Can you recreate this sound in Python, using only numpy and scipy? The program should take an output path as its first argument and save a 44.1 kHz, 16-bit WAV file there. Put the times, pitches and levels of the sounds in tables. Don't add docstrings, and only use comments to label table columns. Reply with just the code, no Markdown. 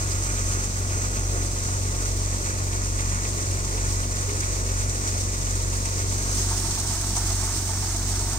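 import sys
import numpy as np
from scipy import signal
from scipy.fft import rfft, irfft, next_fast_len
from scipy.io import wavfile
from scipy.ndimage import map_coordinates

SR = 44100
rng = np.random.default_rng(int(sys.argv[2]) if len(sys.argv) > 2 else 0)


def transcribe(signal):
    frames = np.atleast_2d(signal).T
    limited = np.clip(frames, -1, 1)
    pcm = np.round(limited * 32767).astype(np.int16)
    wavfile.write(sys.argv[1], SR, pcm)


N = 369558

# time_s, relative_db
HAULM_FEED = [(0, -34), (1.3, -35.3), (1.6, -34), (1.9, -34.8), (4.1, -34.3), (4.43, -33.5), (4.7, -34.2),
              (5.1, -33.4), (5.75, -34.4), (6.0, -33.8), (6.3, -31.4), (6.38, -28), (6.54, -30.4),
              (7.3, -30.8), (8.38, -32.4)]
SIEVE_CYCLES_PER_FIRING, SIEVE_START_S = .0819, .114


def amp(db):
    return 10 ** (np.asarray(db) / 20)

def unit(x):
    return x / np.sqrt(np.mean(x ** 2) + 1e-20)

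def clock():
    return np.arange(N) / SR

def curves(rows):
    times, *columns = np.transpose(rows)
    return [np.interp(clock(), times, column) for column in columns]

def along(points, hz):
    point_hz, value = np.transpose(points)
    return np.interp(np.log(hz + 1), np.log(point_hz), value)

def wobble(rate):
    knots = rng.standard_normal(int(N * rate / SR) + 4)
    return map_coordinates(knots, [clock() * rate], mode="nearest")

def filtered(x, response):
    size = next_fast_len(N + SR // 2)
    return irfft(rfft(x, size) * response(np.fft.rfftfreq(size, 1 / SR)), size)[..., :N]

def coloured(x, points):
    return filtered(x, lambda hz: amp(along(points, hz)))

def noise(points, channels=1):
    return unit(coloured(rng.standard_normal((channels, N)), points))

def grains(points, per_second, spread_db, share, channels=1):
    shape = (channels, N)
    hits = (rng.random(shape) < per_second / SR) * rng.choice([-1, 1], shape)
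    sizes = amp(spread_db * rng.uniform(-0.77, 1, shape))
    bed = np.sqrt(1 - share) * rng.standard_normal(shape)
    return unit(coloured(np.sqrt(share) * unit(hits * sizes) + bed, points))

def rotation(cycles_per_firing, start_s):
    # time_s, firing_rate_hz
    engine_speed = [(0, 46.76), (1.5, 46.74), (2.6, 46.81), (4.8, 46.775), (6.1, 46.83), (7.1, 46.75),
                    (7.65, 46.62), (8.38, 46.74)]
    cycles = cycles_per_firing * np.cumsum(curves(engine_speed)[0]) / SR
    return cycles - np.interp(start_s, clock(), cycles)


def field_wash(level_db=-45):
    # frequency_hz, density_db
    spectrum = [(30, 19), (120, 15), (300, -14), (540, -6), (750, -4.5), (1100, 11), (1600, -12), (2400, 3),
                (4000, -30), (9000, -22)]
    return amp(level_db + 1.8 * wobble(12)) * noise(spectrum, channels=2)

def heap_echo(facing, level_db=-45, turn_db=-11):
    # frequency_hz, density_db
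    spectrum = [(80, -6), (180, -1), (280, -4), (400, -2), (600, -1), (800, -7), (950, -4), (1200, -9),
                (1500, -22), (2500, -35)]
    return amp(level_db + turn_db * facing) * noise(spectrum, channels=2)

def handling_bump(at_s=4.8905, level_db=-26, pitch_hz=90, width_s=0.006):
    t = clock() - at_s
    return -amp(level_db) * np.cos(2 * np.pi * pitch_hz * t) * np.exp(-.5 * (t / width_s) ** 2)

def squeak(at_s=0.122, level_db=-41, pitch_hz=5030, width_s=0.011):
    t = clock() - at_s
    tone = np.sin(2 * np.pi * (pitch_hz * t + 0.04 * wobble(200)))
    return amp(level_db) * tone * np.exp(-.5 * (t / width_s) ** 2)

def straw_hiss(facing, gain_db=-5, turn_db=2.5, toss_db=0.66, lag_cycles=0.037):
    # frequency_hz, density_db
    spectrum = [(500, -16.5), (2000, 2), (3200, -1.5), (4200, 2), (5500, 6.5), (9000, 3), (16000, -5.5)]
    strokes = 2 * (rotation(SIEVE_CYCLES_PER_FIRING, SIEVE_START_S) - lag_cycles)
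    surge_db = toss_db * np.cos(2 * np.pi * strokes) + 0.51 * wobble(15) + 0.89 * wobble(70)
    balance_db = turn_db * facing * np.array([[-1], [1]])
    crackle = grains(spectrum, per_second=1400, spread_db=7, share=0.24, channels=2)
    return amp(curves(HAULM_FEED)[0] + gain_db + surge_db + balance_db) * crackle

def crunch(pitch_hz, rise_s):
    # pitch_multiple, density_db
    spectrum = [(.1, -22), (.3, -12), (.6, -7), (1, 2), (1.35, -4), (2, -14)]
    age = np.arange(SR // 16) / SR / rise_s
    fibres = rng.standard_normal((2, len(age))) * amp(1.5 * rng.standard_normal((2, len(age))))
    hz = np.fft.rfftfreq(len(age), 1 / SR)
    colour = amp(along(np.multiply(spectrum, [pitch_hz, 1]), hz))
    crack = irfft(rfft(fibres) * colour, len(age))
    return unit(crack) * age * np.exp(1 - age)

def stalks(gain_db=-8, splinters_per_s=40, thick_rise_s=0.0036, thin_rise_s=0.0028):
    # start_s, relative_db, pitch_hz
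    snaps = [(0.114, -31, 5500), (0.637, -28, 6500), (2.114, -29, 6500), (3.424, -28, 6000),
             (3.510, -30, 7500), (3.645, -29.5, 6500), (3.902, -29.5, 7500), (4.111, -29, 7000),
             (4.403, -26.5, 6500), (4.892, -28.5, 7000), (5.073, -28, 6000), (5.206, -28, 7000),
             (5.506, -29, 6500), (5.553, -29, 7500), (5.853, -28, 6000), (6.121, -28, 7000),
             (6.575, -28, 7000), (6.708, -23.5, 6300), (6.797, -27.5, 6500), (6.868, -27, 8200),
             (7.163, -24, 6200), (7.178, -25, 7500), (7.317, -28, 7000), (7.962, -25.5, 6500),
             (8.19, -27.5, 7000)]
    count = int(splinters_per_s * N / SR)
    times = rng.uniform(0, N / SR, count)
    size, pitch_scatter = rng.standard_normal((count, 2)).T
    levels_db = np.interp(times, *np.transpose(HAULM_FEED)) - 6 + 2 * np.minimum(size, 2)
    pitches_hz = 6800 * 2 ** (.2 * pitch_scatter)
    splinters = zip(times, levels_db, pitches_hz)
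    out = np.zeros((2, N + SR))
    for breaks, rise_s in (snaps, thick_rise_s), (splinters, thin_rise_s):
        for start_s, db, pitch_hz in breaks:
            snap, start = crunch(pitch_hz, rise_s), round(start_s * SR)
            out[:, start:start + snap.shape[1]] += amp(gain_db + db) * snap
    return out[:, :N]

def wads(gain_db=-2):
    # centre_s, relative_db, width_s, pitch_factor, glide_octaves_per_s
    bites = [(1.355, -35.5, .03, 1.05, 4.5), (1.425, -40, .03, .6, -2), (3.4, -40, .05, .8, 0),
             (3.77, -37, .06, .9, 1), (4.306, -36.5, .055, .82, 1.5), (4.648, -38, .06, .9, -1),
             (5.09, -42, .03, 1, 0), (7.196, -43, .03, 1, 0)]
    # frequency_hz, density_db
    spectrum = [(200, -20), (350, -6), (430, -1), (500, 5), (570, -2), (700, -5), (1000, -16), (2000, -40)]
    out = np.zeros(N)
    for centre_s, db, width_s, pitch_factor, glide in bites:
        t = clock() - centre_s
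        speed = pitch_factor * 2 ** (glide * np.clip(t, -2 * width_s, 2 * width_s))
        growl = map_coordinates(noise(spectrum)[0], [np.cumsum(speed)], order=1, mode="wrap")
        out += amp(gain_db + db) * np.exp(-.5 * (t / width_s) ** 2) * growl
    return out

def pods(level_db=-40.6, opening_db=4, easing_s=1.6, flurry_db=1.9):
    # frequency_hz, density_db
    spectrum = [(250, -14), (600, -0.5), (1100, -0.5), (1700, 8), (2450, -3.5), (3200, -15.5), (4300, -37),
                (6300, 1), (12000, -24)]
    opening_boost_db = opening_db * np.clip(1 - clock() / easing_s, 0, 1)
    flurries = amp(level_db + opening_boost_db + flurry_db * wobble(20))
    return flurries * grains(spectrum, per_second=600, spread_db=10, share=0.35)[0]

def struck_sieve(blows, clack_spectrum, clack_t60_s, clack_rise_s, ring_rise_s=0.0024, blur_hz=28):
    # pitch_hz, relative_db, t60_s
    pan_modes = [(923, -2, 0.17), (679.3, -2.5, 0.17), (1079, -3, 0.081), (1310, -8, 0.073),
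                 (1630, -14, .07), (2000, -2.5, 0.06)]
    t = np.arange(SR // 3) / SR
    rattle, ring = np.zeros((2, N + SR))
    for start_s, clack_db, ring_db in blows:
        scatter = rng.standard_normal((len(pan_modes), 3)) * [2, .022, 1]
        phase_steps = rng.standard_normal((len(pan_modes), len(t))) * np.sqrt(2 * np.pi * blur_hz / SR)
        drifts = np.cumsum(phase_steps, axis=1)
        modes = np.zeros(len(t))
        for (hz, db, t60_s), (size_db, detune, phase), drift in zip(pan_modes, scatter, drifts):
            tone = np.sin(2 * np.pi * (hz * (1 + detune) * t + phase) + drift)
            modes += amp(db + size_db - 60 * t / t60_s) * tone
        start = max(0, round(start_s * SR))
        span = slice(start, start + len(t))
        ring[span] += amp(ring_db) * (1 - np.exp(-t / ring_rise_s)) * modes
        rattle[span] += amp(clack_db - 60 * t / clack_t60_s) * (1 - np.exp(-t / clack_rise_s))
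    return ring[:N] + rattle[:N] * noise(clack_spectrum)[0]

def clods():
    # start_s, clack_db, ring_db
    strikes = [(.30, -38, -50), (.375, -36.5, -48), (2.988, -36, -46), (3.246, -33.8, -46),
               (3.775, -39, -48), (4.03, -39, -48), (4.29, -34.5, -46), (4.428, -35.5, -46),
               (4.809, -36, -42), (5.328, -39, -48), (5.59, -41, -40), (5.852, -36.5, -41),
               (5.985, -41, -40), (6.11, -36.5, -42), (6.258, -42, -37), (6.508, -41, -34.5),
               (7.163, -37, -35.5), (7.3, -40, -36), (7.43, -40, -41), (7.688, -44, -36), (7.818, -44, -39)]
    # frequency_hz, density_db
    spectrum = [(200, -20), (1200, -4), (1600, -6), (1900, 4), (2180, 7), (2500, -1), (2850, -12),
                (3700, -7), (4500, -13), (12000, -32)]
    return struck_sieve(strikes, spectrum, clack_t60_s=.08, clack_rise_s=.0017)

def sieve_knocks(jitter_s=0.00295, clack_scatter_db=2, ring_scatter_db=1.8):
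    # cycle_share, clack_offset_db, ring_offset_db
    stroke = [(0, 0, 0), (.253, -9, -5), (.515, -4, -0.5), (.768, -11, -5)]
    # time_s, clack_db, ring_db
    force = [(0, -39, -46), (1.4, -41, -41), (2.6, -41, -40), (3.2, -39.5, -41), (5.6, -39.5, -42),
             (6.15, -41, -35.5), (7, -42, -36), (7.6, -42, -37.5), (8.38, -42, -36.5)]
    # frequency_hz, density_db
    spectrum = [(200, 6), (700, -8), (1200, 13), (1600, -8), (2200, 6), (3200, 2.5), (4500, 0), (6500, -12),
                (12000, -22)]
    cycles = rotation(SIEVE_CYCLES_PER_FIRING, SIEVE_START_S)
    knocks = [(turn + share, clack, ring) for turn in range(int(cycles[-1]) + 1)
              for share, clack, ring in stroke if turn + share < cycles[-1]]
    knock_cycles, clack_db, ring_db = np.transpose(knocks)
    at = np.searchsorted(cycles, knock_cycles)
    clack_force_db, ring_force_db = curves(force)
    blows = np.transpose([at / SR, clack_db + clack_force_db[at], ring_db + ring_force_db[at]])
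    blows += rng.standard_normal(blows.shape) * [jitter_s, clack_scatter_db, ring_scatter_db]
    return struck_sieve(blows, spectrum, clack_t60_s=.11, clack_rise_s=0.0022)

def throb(harmonics, cycles, flutter_db, smear_cycles):
    out = np.zeros(N)
    for order, db in harmonics:
        level = amp(db + flutter_db * np.sqrt(order) * wobble(5.4))
        out -= level * np.cos(2 * np.pi * (order * cycles + smear_cycles * order ** 2))
    return np.sqrt(2) * out

def exhaust_and_drum(puff_depth=0.12):
    # firing_multiple, level_db
    exhaust_tones = [(1, -32), (2, -31), (3, -46.8), (4, -62), (5, -48.4), (6, -62), (7, -51), (8, -53.8),
                     (9, -56.5), (11, -59.5), (13, -61)]
    # turning_multiple, level_db
    drum_tones = [(1, -51.5), (2, -43.2), (3, -46), (4, -46.5), (5, -55)]
    # time_s, level_db
    drum_load = [(0, -39), (.6, -38), (1.6, -38), (2.9, -39.5), (3.4, -37.5), (4.1, -39), (4.6, -38.5),
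                 (5.7, -39.5), (6.3, -37.5), (6.9, -37.5), (7.65, -38), (8.38, -37)]
    # frequency_hz, density_db
    spectrum = [(15, -12), (35, -3.5), (65, -2), (95, 6), (125, 3.5), (155, -3.5), (183, 1.5), (215, -3.2),
                (400, -1.6), (600, -4.2), (850, -13), (1500, -25), (4000, -38)]
    firings = rotation(cycles_per_firing=1, start_s=.015)
    turns = rotation(cycles_per_firing=.4875, start_s=.0281)
    puffs = 1 + puff_depth * np.cos(2 * np.pi * firings) ** 3
    roar = amp(curves(drum_load)[0]) * unit(puffs * noise(spectrum)[0])
    exhaust = throb(exhaust_tones, firings, flutter_db=0.18, smear_cycles=-.008)
    drum = throb(drum_tones, turns, flutter_db=0.8, smear_cycles=0.018)
    return exhaust + drum + roar


def at_microphone(din, facing):
    # frequency_hz, gain_db
    body_left = [(300, 0.5), (520, -0.2), (800, -2.6), (935, 1.8), (1050, -.2), (1250, 1.5), (1580, .2),
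                 (1850, -3), (2050, -5.5), (2500, 0.6), (4000, -1.5)]
    body_right = [(300, 0.7), (520, 0.2), (780, 1.6), (930, 1.3), (1080, 1), (1300, 2.6), (1550, .6),
                  (1750, -.6), (2000, 1.9), (4000, 1.4)]
    # frequency_hz, gain_db
    ground_bounce = [(100, -0.5), (350, 0), (430, -5), (505, -13), (565, -14), (640, -1.5), (780, 4),
                     (900, 2), (1200, 0), (1600, -9), (2300, -2), (2750, -9), (3100, -2), (5000, -6)]
    # frequency_hz, lag_s
    right_lag = [(100, .00042), (500, .00031), (950, .00035), (1200, .00031), (1600, .00031), (2500, .0004),
                 (6000, .00041)]
    hz, t, spectra = signal.stft(din, SR, nperseg=1024)
    hz, turned = hz[:, None], np.interp(t, clock(), facing)
    ground_db = turned * along(ground_bounce, hz)
    left, right = (amp((2 - turned) * along(body, hz) + ground_db) for body in (body_left, body_right))
    delay = np.exp(-2j * np.pi * hz * along(right_lag, hz) * (1 - turned))
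    return signal.istft(spectra * np.array([left, right * delay]), SR, nperseg=1024)[1][:, :N]

def scene():
    # time_s, facing_share (0 side-on, 1 facing the machines)
    heading = [(0, 0.088), (1.2, 0.086), (2.4, 0.026), (5.95, 0), (6.3, 0.14), (6.6, 0.68), (7.1, 0.74)]
    facing = np.clip(curves(heading)[0], 0, 1)
    din = sieve_knocks() + clods() + exhaust_and_drum() + pods() + wads() + squeak()
    direct = at_microphone(din, facing) + straw_hiss(facing) + stalks()
    return direct + field_wash() + heap_echo(facing) + handling_bump()

def record(dry):
    # frequency_hz, gain_db
    left_port = [(2500, 0.5), (4000, 4.5), (4700, 3), (5500, 6.5), (6350, 13.5), (6900, 8), (7500, 6.5),
                 (8500, -5), (9200, -38), (11000, -32), (13500, -10.5), (16000, -32)]
    right_port = [(2500, -0.5), (4000, 5), (5000, 6), (6300, 6.5), (7400, 8.5), (8500, 13.5), (9000, 9.5),
                  (9500, 5.5), (10200, -10.5), (12000, 0.5), (16000, 2.5)]
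    ports = np.array([coloured(dry[0], left_port), coloured(dry[1], right_port)])
    return filtered(ports, lambda hz: hz < 15780)


dry = scene()
out = record(dry)
transcribe(out)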